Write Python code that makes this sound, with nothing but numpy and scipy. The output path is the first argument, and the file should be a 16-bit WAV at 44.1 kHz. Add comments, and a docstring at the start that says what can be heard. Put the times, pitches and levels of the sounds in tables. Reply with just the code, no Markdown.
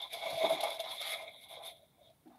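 """At a craft table in a small cluttered room, hands press and turn a bunch of foam roses on wire stems.
Squeezed blooms crunch as grainy noise with brief notes; petals and leaves rub as finer grains; bumps
ring the table top as unsteady decaying sines. A far, boxy microphone colours blooms, petals and leaves
with fixed resonances. A diffuse tail follows, over a steady noise of faint low room hum and hiss."""
import sys
import numpy as np
from scipy import signal
from scipy.fft import rfft, irfft, next_fast_len
from scipy.io import wavfile
from scipy.ndimage import uniform_filter1d

SR = 44100
rng = np.random.default_rng(int(sys.argv[2]) if len(sys.argv) > 2 else 0)


def wrap_up_sound(samples):
    """Save the sound to the file named by the first command line argument, as 16-bit audio."""
    columns = np.atleast_2d(samples).T
    # keep every value between -1 and 1, then stretch to whole-number steps
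    tamed = np.clip(columns, -1, 1)
    steps = np.round(tamed * 32767).astype(np.int16)
    wavfile.write(sys.argv[1], SR, steps)


def undo_db(level):
    """Turn decibels back into plain size, where 20 dB means ten times bigger."""
    steps = np.asarray(level, float) / 20
    return 10 ** steps


N = 105046  # samples

# All levels in the tables are relative: filters, layer gains and the mix gain follow.
# Squeeze of the blooms, in two stages: bunch pressed and turned, then one bloom drawn out.
# Columns: time_s, level_db, upper_db (upper crunch over level_db)
SQUEEZE_STAGES = [
    [(0.0, -57, 11), (0.028, -54.5, 5), (0.062, -59, 10), (0.08, -70, 3), (0.11, -69, -5),
     (0.122, -48, -29), (0.142, -44.5, -4), (0.172, -46.5, -9.5), (0.188, -51.5, -3.5), (0.256, -41, -7.5),
     (0.396, -44.5, -7.5), (0.416, -34, -6.5), (0.452, -36, 2.5), (0.482, -41.5, -9), (0.51, -33.5, -6),
     (0.572, -50.5, 3.5), (0.618, -36.5, -6), (0.7, -43.5, -1), (0.772, -52.5, -9), (0.798, -39, -3),
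     (0.818, -52, -9), (0.85, -52.5, 11.5), (0.872, -48.5, -0.5), (0.934, -54, 3.5), (0.974, -54, -10),
     (1.026, -53, -1.5), (1.17, -48.5, -7.5)],
    [(1.18, -52, -2), (1.232, -48.5, -5), (1.296, -54, -21), (1.322, -75, 9), (1.352, -60, -2),
     (1.382, -71, -18), (1.456, -63.5, -1), (1.48, -72, 0), (1.506, -52, -3.5), (1.57, -53, -1),
     (1.682, -52.5, -6.5), (1.704, -57, -14), (1.752, -65.5, -10), (1.844, -68, -38), (1.882, -92, 3),
     (1.948, -81, 6), (1.956, -69, -18), (1.98, -68, -9.5), (1.996, -64, -28), (2.026, -65, -6.5),
     (2.062, -68.5, -11), (2.1, -63, -23), (2.148, -92.5, -4), (2.24, -98, 4), (2.25, -70.5, -25.5)],
]
# Brief notes within the crunching, loud and faint, where a bloom's cup swells.
# Columns: peak_s, level_db, pitch_hz, length_s (from the peak to 46 dB below it)
CUP_NOTES = [(0.293, -53, 650, 0.01), (0.328, -34.5, 699, 0.0097), (0.347, -33, 695, 0.0072),
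             (0.38, -38.5, 640, 0.018), (0.419, -27.5, 650, 0.029), (0.447, -22.5, 640, 0.019),
             (0.468, -38, 757, 0.0098), (0.51, -28, 676.3, 0.017), (0.63, -37, 640, 0.061),
             (0.803, -31.5, 653.7, 0.011), (0.842, -36, 640, 0.017), (1.015, -37.5, 648, 0.006),
             (1.576, -40.5, 574, 0.0062), (1.837, -56, 616, 0.021), (2.018, -57.5, 594, 0.018)]
# Rubbing petals, in three stages: bunch pressed, bunch turned, one bloom drawn out.
# Columns: time_s, level_db, then over it fizz_db, lower_db (lower rub), scratch_db
RUB_STAGES = [
    [(0.0, -41, -21, -10, -21), (0.016, -50, -23, -13, -10), (0.026, -45, -15.5, -9.5, -17),
     (0.09, -57.5, -15, -9, -19), (0.132, -46.5, -7, 1, -9), (0.138, -47.5, -7, -1, -8),
     (0.18, -51, -10, -4, -10), (0.284, -44, -11, -2, -12), (0.328, -52.5, -4.5, -0.5, -6.5),
     (0.454, -38, -14, -4, -14), (0.48, -43, -14.5, -2, -18), (0.534, -42, -4, -3.5, -9),
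     (0.598, -47.5, -21, -1.5, -14.5), (0.612, -41.5, -18, -14, -9), (0.646, -44, -11.5, 2.5, -11),
     (0.772, -48.5, -10.5, -12, -14), (0.784, -67, -9, 10, -8), (0.8, -39.5, -19, -18.5, -14),
     (0.83, -57, -5, 4, -26), (0.842, -47, -15, -14.5, -10), (0.88, -45.5, -15, -9, -18)],
    [(0.89, -49.5, -9, -15, -8), (0.918, -41.5, -7.5, -7.5, -11.5), (0.936, -48, 0, -8.5, -10),
     (0.97, -47.5, -9, -9, -11), (1.0, -44.5, -12.5, -9, -17), (1.012, -44.5, -6.5, -7.5, -12),
     (1.03, -45, -8.5, -5, -8), (1.068, -42, -6.5, -7, -11), (1.088, -43, -4.5, -7, -8),
     (1.106, -41.5, -3.5, -7.5, -12), (1.14, -43, -9, 0, -13), (1.16, -48.5, -10, -18, -17),
     (1.194, -55, -7, 6.5, -13), (1.224, -53.5, -10.5, -2.5, -11), (1.256, -63, -8, 3, -27),
     (1.286, -51.5, -20, -1, -35), (1.302, -61.5, -12, -7, -21), (1.352, -55, -15.5, -14, -32),
     (1.408, -62.5, -2.5, -3.5, -12), (1.444, -55, -3, -7.5, -13), (1.47, -59, -16, -11, -26)],
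    [(1.48, -66, -11, -22, -21), (1.49, -54.5, -1.5, -11.5, -14), (1.532, -52, -4, -2.5, -15.5),
     (1.584, -51.5, -20.5, -15, -16), (1.6, -66, -9, -4, -25), (1.625, -56, -8, -6, -17),
     (1.67, -49, -4, -11, -12.5), (1.7, -56.5, -1.5, -2, -8), (1.74, -66.5, -8, -16, -27),
     (1.77, -61, -13, -16, -23), (1.8, -77, -4, -13, -18), (1.814, -72, -13, -25, -23),
     (1.834, -76.5, -5, -3.5, -14), (1.902, -74, -14, -25, -27), (1.926, -84, -13, -2, -16),
     (1.996, -77.5, -7, -6, -16), (2.076, -69.5, -17, -14, -11), (2.104, -75.5, -13.5, -10, -16),
     (2.144, -87.5, 4, -18, -2.5), (2.25, -89, -2, 0, -3.5), (2.3, -81.5, -12, -6, -9),
     (2.38, -85, -8, 1, -11)],
]
# Snaps of a petal. Columns: mark_s (one rise time after the onset), level_db
PETAL_SNAPS = [(0.0178, -44), (0.1326, -32), (0.498, -33.5), (0.608, -30.5), (0.637, -29.5), (0.704, -37.5),
               (0.793, -41.5)]
# Brief squeaks of petal edges. 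Columns: peak_s, level_db, pitch_hz, length_s (to 46 dB down)
EDGE_SQUEAKS = [(0.028, -36, 3540, 0.013), (0.039, -35.5, 3520, .01), (0.14, -31, 3450, 0.0053),
                (1.135, -41.5, 2220, 0.033), (1.66, -50, 3600, 0.022), (1.685, -45, 3620, 0.017),
                (2.05, -64.5, 3650, 0.063), (2.35, -74, 3620, 0.025)]
# Brushing leaves. Columns: time_s, level_db
LEAF_BRUSH = [(0.84, -64), (0.868, -54), (0.93, -64), (0.975, -76), (1.015, -56), (1.05, -54),
              (1.14, -51.5), (1.165, -62.5), (1.3, -70)]
# Rustle shaken loose by the last bumps. Columns: mark_s (one rise time after the onset), level_db
LEAF_SHAKES = [(2.262, -69.5), (2.305, -71), (2.345, -71)]
# Bumps on the table. Columns: start_s, level_db, pitch_hz (mean), t60_s
TABLE_BUMPS = [(.326, -44, 105.8, 0.098), (0.329, -43.5, 160, 0.12), (0.255, -57.5, 200, .2),
               (0.305, -50, 295, 0.2), (0.435, -39, 304.2, 0.26), (.436, -25, 410, 0.087),
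               (0.439, -45, 189.8, 0.19), (.505, -44, 303, 0.4), (0.506, -46.5, 395.5, 0.78),
               (0.52, -44, 173, 0.125), (2.072, -58, 119.4, 0.11), (2.256, -48.5, 309.2, 0.2),
               (2.257, -52.5, 240, 0.34), (2.257, -55.5, 720, 0.18), (2.302, -48.5, 730, 0.11),
               (2.31, -64, 1098, 0.27), (2.344, -52, 761, 0.12), (2.343, -59.5, 295.4, 0.11)]

# Resonances of the microphone's housing, before SKIRT steepens them.
# Columns of all five: centre_hz, width_hz, level_db
BLOOM_LOW_MODES = [(404, 206, -18.5), (551, 93, -6), (640, 63, 2), (707, 64.4, -0.5)]
BLOOM_UPPER_MODES = [(783, 86, 2), (1024, 77, -2), (1159, 72, -8), (1670, 640, -17), (1800, 320, -17.5)]
PETAL_MODES = [(3395, 246, 6.5), (3752, 290, 6.5), (4065, 200, 0.5), (4280, 350, -10)]
PETAL_LOWER_MODES = [(2208, 193, 9), (2100, 280, -0.5)]
LEAF_MODES = [(1234, 71, 1), (1930, 200, -4.5)]

# Spectral envelopes of the scratch, the fizz, the shaken rustle and the floor noise.
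# Columns of all four: frequency_hz, level_db
SCRATCH_COLOUR = [(900, -28), (1300, -7.5), (1800, -7), (2800, 1), (4400, 4.5), (5500, -5.5), (7000, -9),
                  (8000, -20.5), (8600, -38.5)]
FIZZ_COLOUR = [(7600, -28), (8200, -11), (9400, -6.5), (9900, 0.5), (11900, 0.5), (12300, -14),
               (15500, -11)]
SHAKE_COLOUR = [(500, -30), (900, -3.5), (1300, -2), (1700, 1.5), (2200, -10.5), (3000, -13.5)]
FLOOR_COLOUR = [(26, -41.5), (45, -4.5), (130, -1), (240, -4.5), (330, -9), (500, -10), (700, -11.5),
                (1050, -16), (1500, -20.5), (2250, -22), (2700, -24.5), (3450, -25.5), (4700, -26.5),
                (7900, -28), (8100, -25.5), (9900, -21), (11800, -24.5), (12200, -22.5), (15760, -22)]

SKIRT = 1.08  # exponent on the resonances; above 1, their flanks fall faster


def blooms():
    """Compression of a cellular solid: foam yields in dull grains, and at times a cup sounds a note."""
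    level_db, upper_db = curves(np.vstack(SQUEEZE_STAGES))
    low_grains = grains(rate_hz=73, life_s=0.012, spread_db=0.0, bed=4.2)
    upper_grains = grains(rate_hz=140, life_s=0.011, spread_db=5.5, bed=0.86)
    low = undo_db(level_db - 0.5) * low_grains
    upper = undo_db(level_db + upper_db) * patchy(upper_grains, depth_db=1.0)
    crunch = filtered(low, resonances(BLOOM_LOW_MODES)) + filtered(upper, resonances(BLOOM_UPPER_MODES))
    return crunch + notes(CUP_NOTES, waver_hz=7.64)


def petals():
    """Sliding friction: petals rub, scratch and fizz in grains, with snaps and squeaks of their edges."""
    level_db, fizz_db, lower_db, scratch_db = curves(np.vstack(RUB_STAGES))
    crackle = grains(rate_hz=500, life_s=0.002, spread_db=1.4, bed=1.6)
    coarse = patchy(crackle, depth_db=1.5)
    fine = unit(0.43 * crackle + grains(rate_hz=120, life_s=0.007, spread_db=4.5, bed=0.8))
    snaps = undo_db(-4.5) * bursts(PETAL_SNAPS, rise_s=0.0028, t60_s=0.041)

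    # the same snaps enter the rub, the scratch and the fizz
    rub = undo_db(level_db) * coarse + 1.13 * snaps
    lower_rub = undo_db(level_db + lower_db) * coarse
    scratch = undo_db(level_db + scratch_db + 5.5) * patchy(fine, depth_db=2.0) + 0.805 * snaps
    fizz = undo_db(level_db + fizz_db) * fine + snaps
    return (filtered(rub, resonances(PETAL_MODES))
            + filtered(lower_rub, resonances(PETAL_LOWER_MODES))
            + filtered(scratch, colour(SCRATCH_COLOUR))
            + filtered(fizz, colour(FIZZ_COLOUR))
            + notes(EDGE_SQUEAKS, waver_hz=39.2))


def leaves():
    """Light friction: leaves brush as the bunch turns, and rustle in noise bursts at the last bumps."""
    time_s, level_db = np.transpose(LEAF_BRUSH)
    level = undo_db(np.interp(np.arange(N) / SR, time_s, level_db, -120, -120))
    brush = level * grains(rate_hz=300, life_s=0.004, spread_db=1, bed=1.2)
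    rustle = bursts(LEAF_SHAKES, rise_s=0.011, t60_s=0.16)
    return filtered(brush, resonances(LEAF_MODES)) + filtered(rustle, colour(SHAKE_COLOUR))


def table():
    """Damped modal vibration: soft bumps set off short, unsteady rings of the table top."""
    t = np.arange(N) / SR
    rise_s, waver_share = 0.006, 0.1  # waver as an rms share of the pitch
    rings = np.zeros(N)
    for start_s, level_db, pitch_hz, t60_s in TABLE_BUMPS:
        age = np.maximum(t - start_s, 0)
        decay = undo_db(level_db - 60 * age / t60_s)
        rise = 1 - np.exp(-age / rise_s)
        rings += decay * rise * wavering(pitch_hz, waver_share * pitch_hz)
    return rings


def room(x):
    """Diffuse reverberation: convolution with decaying noise that begins after 4 ms."""
    t = np.arange(SR // 3) / SR
    t60_s = 0.14
    tail = rng.standard_normal(len(t)) * undo_db(-60 * t / t60_s) * (t > 0.004)
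    return signal.fftconvolve(x, tail / np.linalg.norm(tail))[:N]


def floor_noise():
    """Stationary noise: spectral shaping gives the room's faint low hum and the microphone's hiss."""
    return undo_db(-72) * filtered(rng.standard_normal(N), colour(FLOOR_COLOUR))


def unit(x):
    """Normalisation by power: x scaled to rms 1."""
    return x / np.sqrt(np.mean(np.abs(x) ** 2) + 1e-20)


def curves(rows):
    """Linear interpolation: one value per sample for each column after the time."""
    time_s, *columns = np.transpose(rows)
    return [np.interp(np.arange(N) / SR, time_s, column) for column in columns]


def filtered(x, response):
    """Linear filtering in frequency, scaled to keep the power of white noise."""
    size = next_fast_len(N + SR // 2)
    gain = unit(response(np.fft.rfftfreq(size, 1 / SR)))
    return irfft(rfft(x, size) * gain, size)[:N]


def resonances(modes):
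    """Modal superposition: second-order resonances of alternating sign, with steepened flanks."""
    def response(f):
        total = 0
        for k, (centre, width, level_db) in enumerate(modes):
            mode = 1j * f * width / (centre * centre - f * f + 1j * f * width)
            total = total + (-1) ** k * undo_db(level_db) * mode
        return total * np.abs(total) ** (SKIRT - 1)
    return response


def colour(points):
    """Spectral envelope: levels interpolated on a logarithmic frequency axis."""
    hz, db = np.transpose(points)
    return lambda f: undo_db(np.interp(np.log(f + 1), np.log(hz + 1), db, -120, -120))


def grains(rate_hz, life_s, spread_db, bed):
    """Shot noise: random decaying grains of uneven size over a smooth bed modulate noise, rms 1."""
    starts = (rng.random(N) < rate_hz / SR) * undo_db(spread_db * rng.exponential(size=N))
    shape = signal.lfilter([1], [1, -np.exp(-1 / (life_s * SR))], starts)
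    return unit((unit(shape) + bed) * rng.standard_normal(N))


def patchy(x, depth_db):
    """Random modulation: smoothed gain patches in time and frequency, result at rms 1."""
    z = signal.stft(x, nperseg=256)[2]
    field = uniform_filter1d(rng.standard_normal(z.shape), size=3, axis=0)
    field = uniform_filter1d(field, size=10, axis=1)
    return unit(signal.istft(z * undo_db(depth_db * unit(field)), nperseg=256)[1][:N])


def bursts(rows, rise_s, t60_s):
    """Transient excitation: noise under an exponential rise and decay for each row."""
    t = np.arange(N) / SR
    shape = np.zeros(N)
    for mark_s, level_db in rows:
        age = np.maximum(t - mark_s + rise_s, 0)
        shape += undo_db(level_db - 60 * age / t60_s) * (1 - np.exp(-age / rise_s))
    return shape * rng.standard_normal(N)


def wavering(hz, waver_hz):
    """Frequency modulation: a sine whose pitch wanders quickly by waver_hz rms."""
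    drift = unit(uniform_filter1d(rng.standard_normal(N), size=300))
    return np.sin(2 * np.pi * np.cumsum(hz + waver_hz * drift) / SR)


def notes(rows, waver_hz):
    """Brief tonal resonance: wavering sines that swell and fade under Gaussian envelopes."""
    t = np.arange(N) / SR
    total = np.zeros(N)
    for peak_s, level_db, pitch_hz, length_s in rows:
        swell = np.exp(-(2.3 * (t - peak_s) / length_s) ** 2)
        total += undo_db(level_db) * swell * wavering(pitch_hz, waver_hz)
    return total


def scene():
    """Superposition: the sources with their reverberation, over the steady floor noise."""
    near = blooms() + petals() + leaves() + table()
    in_room = near + undo_db(-7) * room(near)
    return (undo_db(-1.22) * in_room + floor_noise())[None]


def band_limit(x):
    """A steep low-pass at the top of the band."""
    return signal.sosfilt(signal.butter(12, 15770, fs=SR, output="sos"), x)


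def record(dry):
    """High-pass response: the microphone loses the bass below 51 Hz."""
    b, a = signal.butter(2, 51, "highpass", fs=SR)
    mix = signal.lfilter(b, a, dry)
    return band_limit(mix)


dry = scene()
out = record(dry)
wrap_up_sound(out)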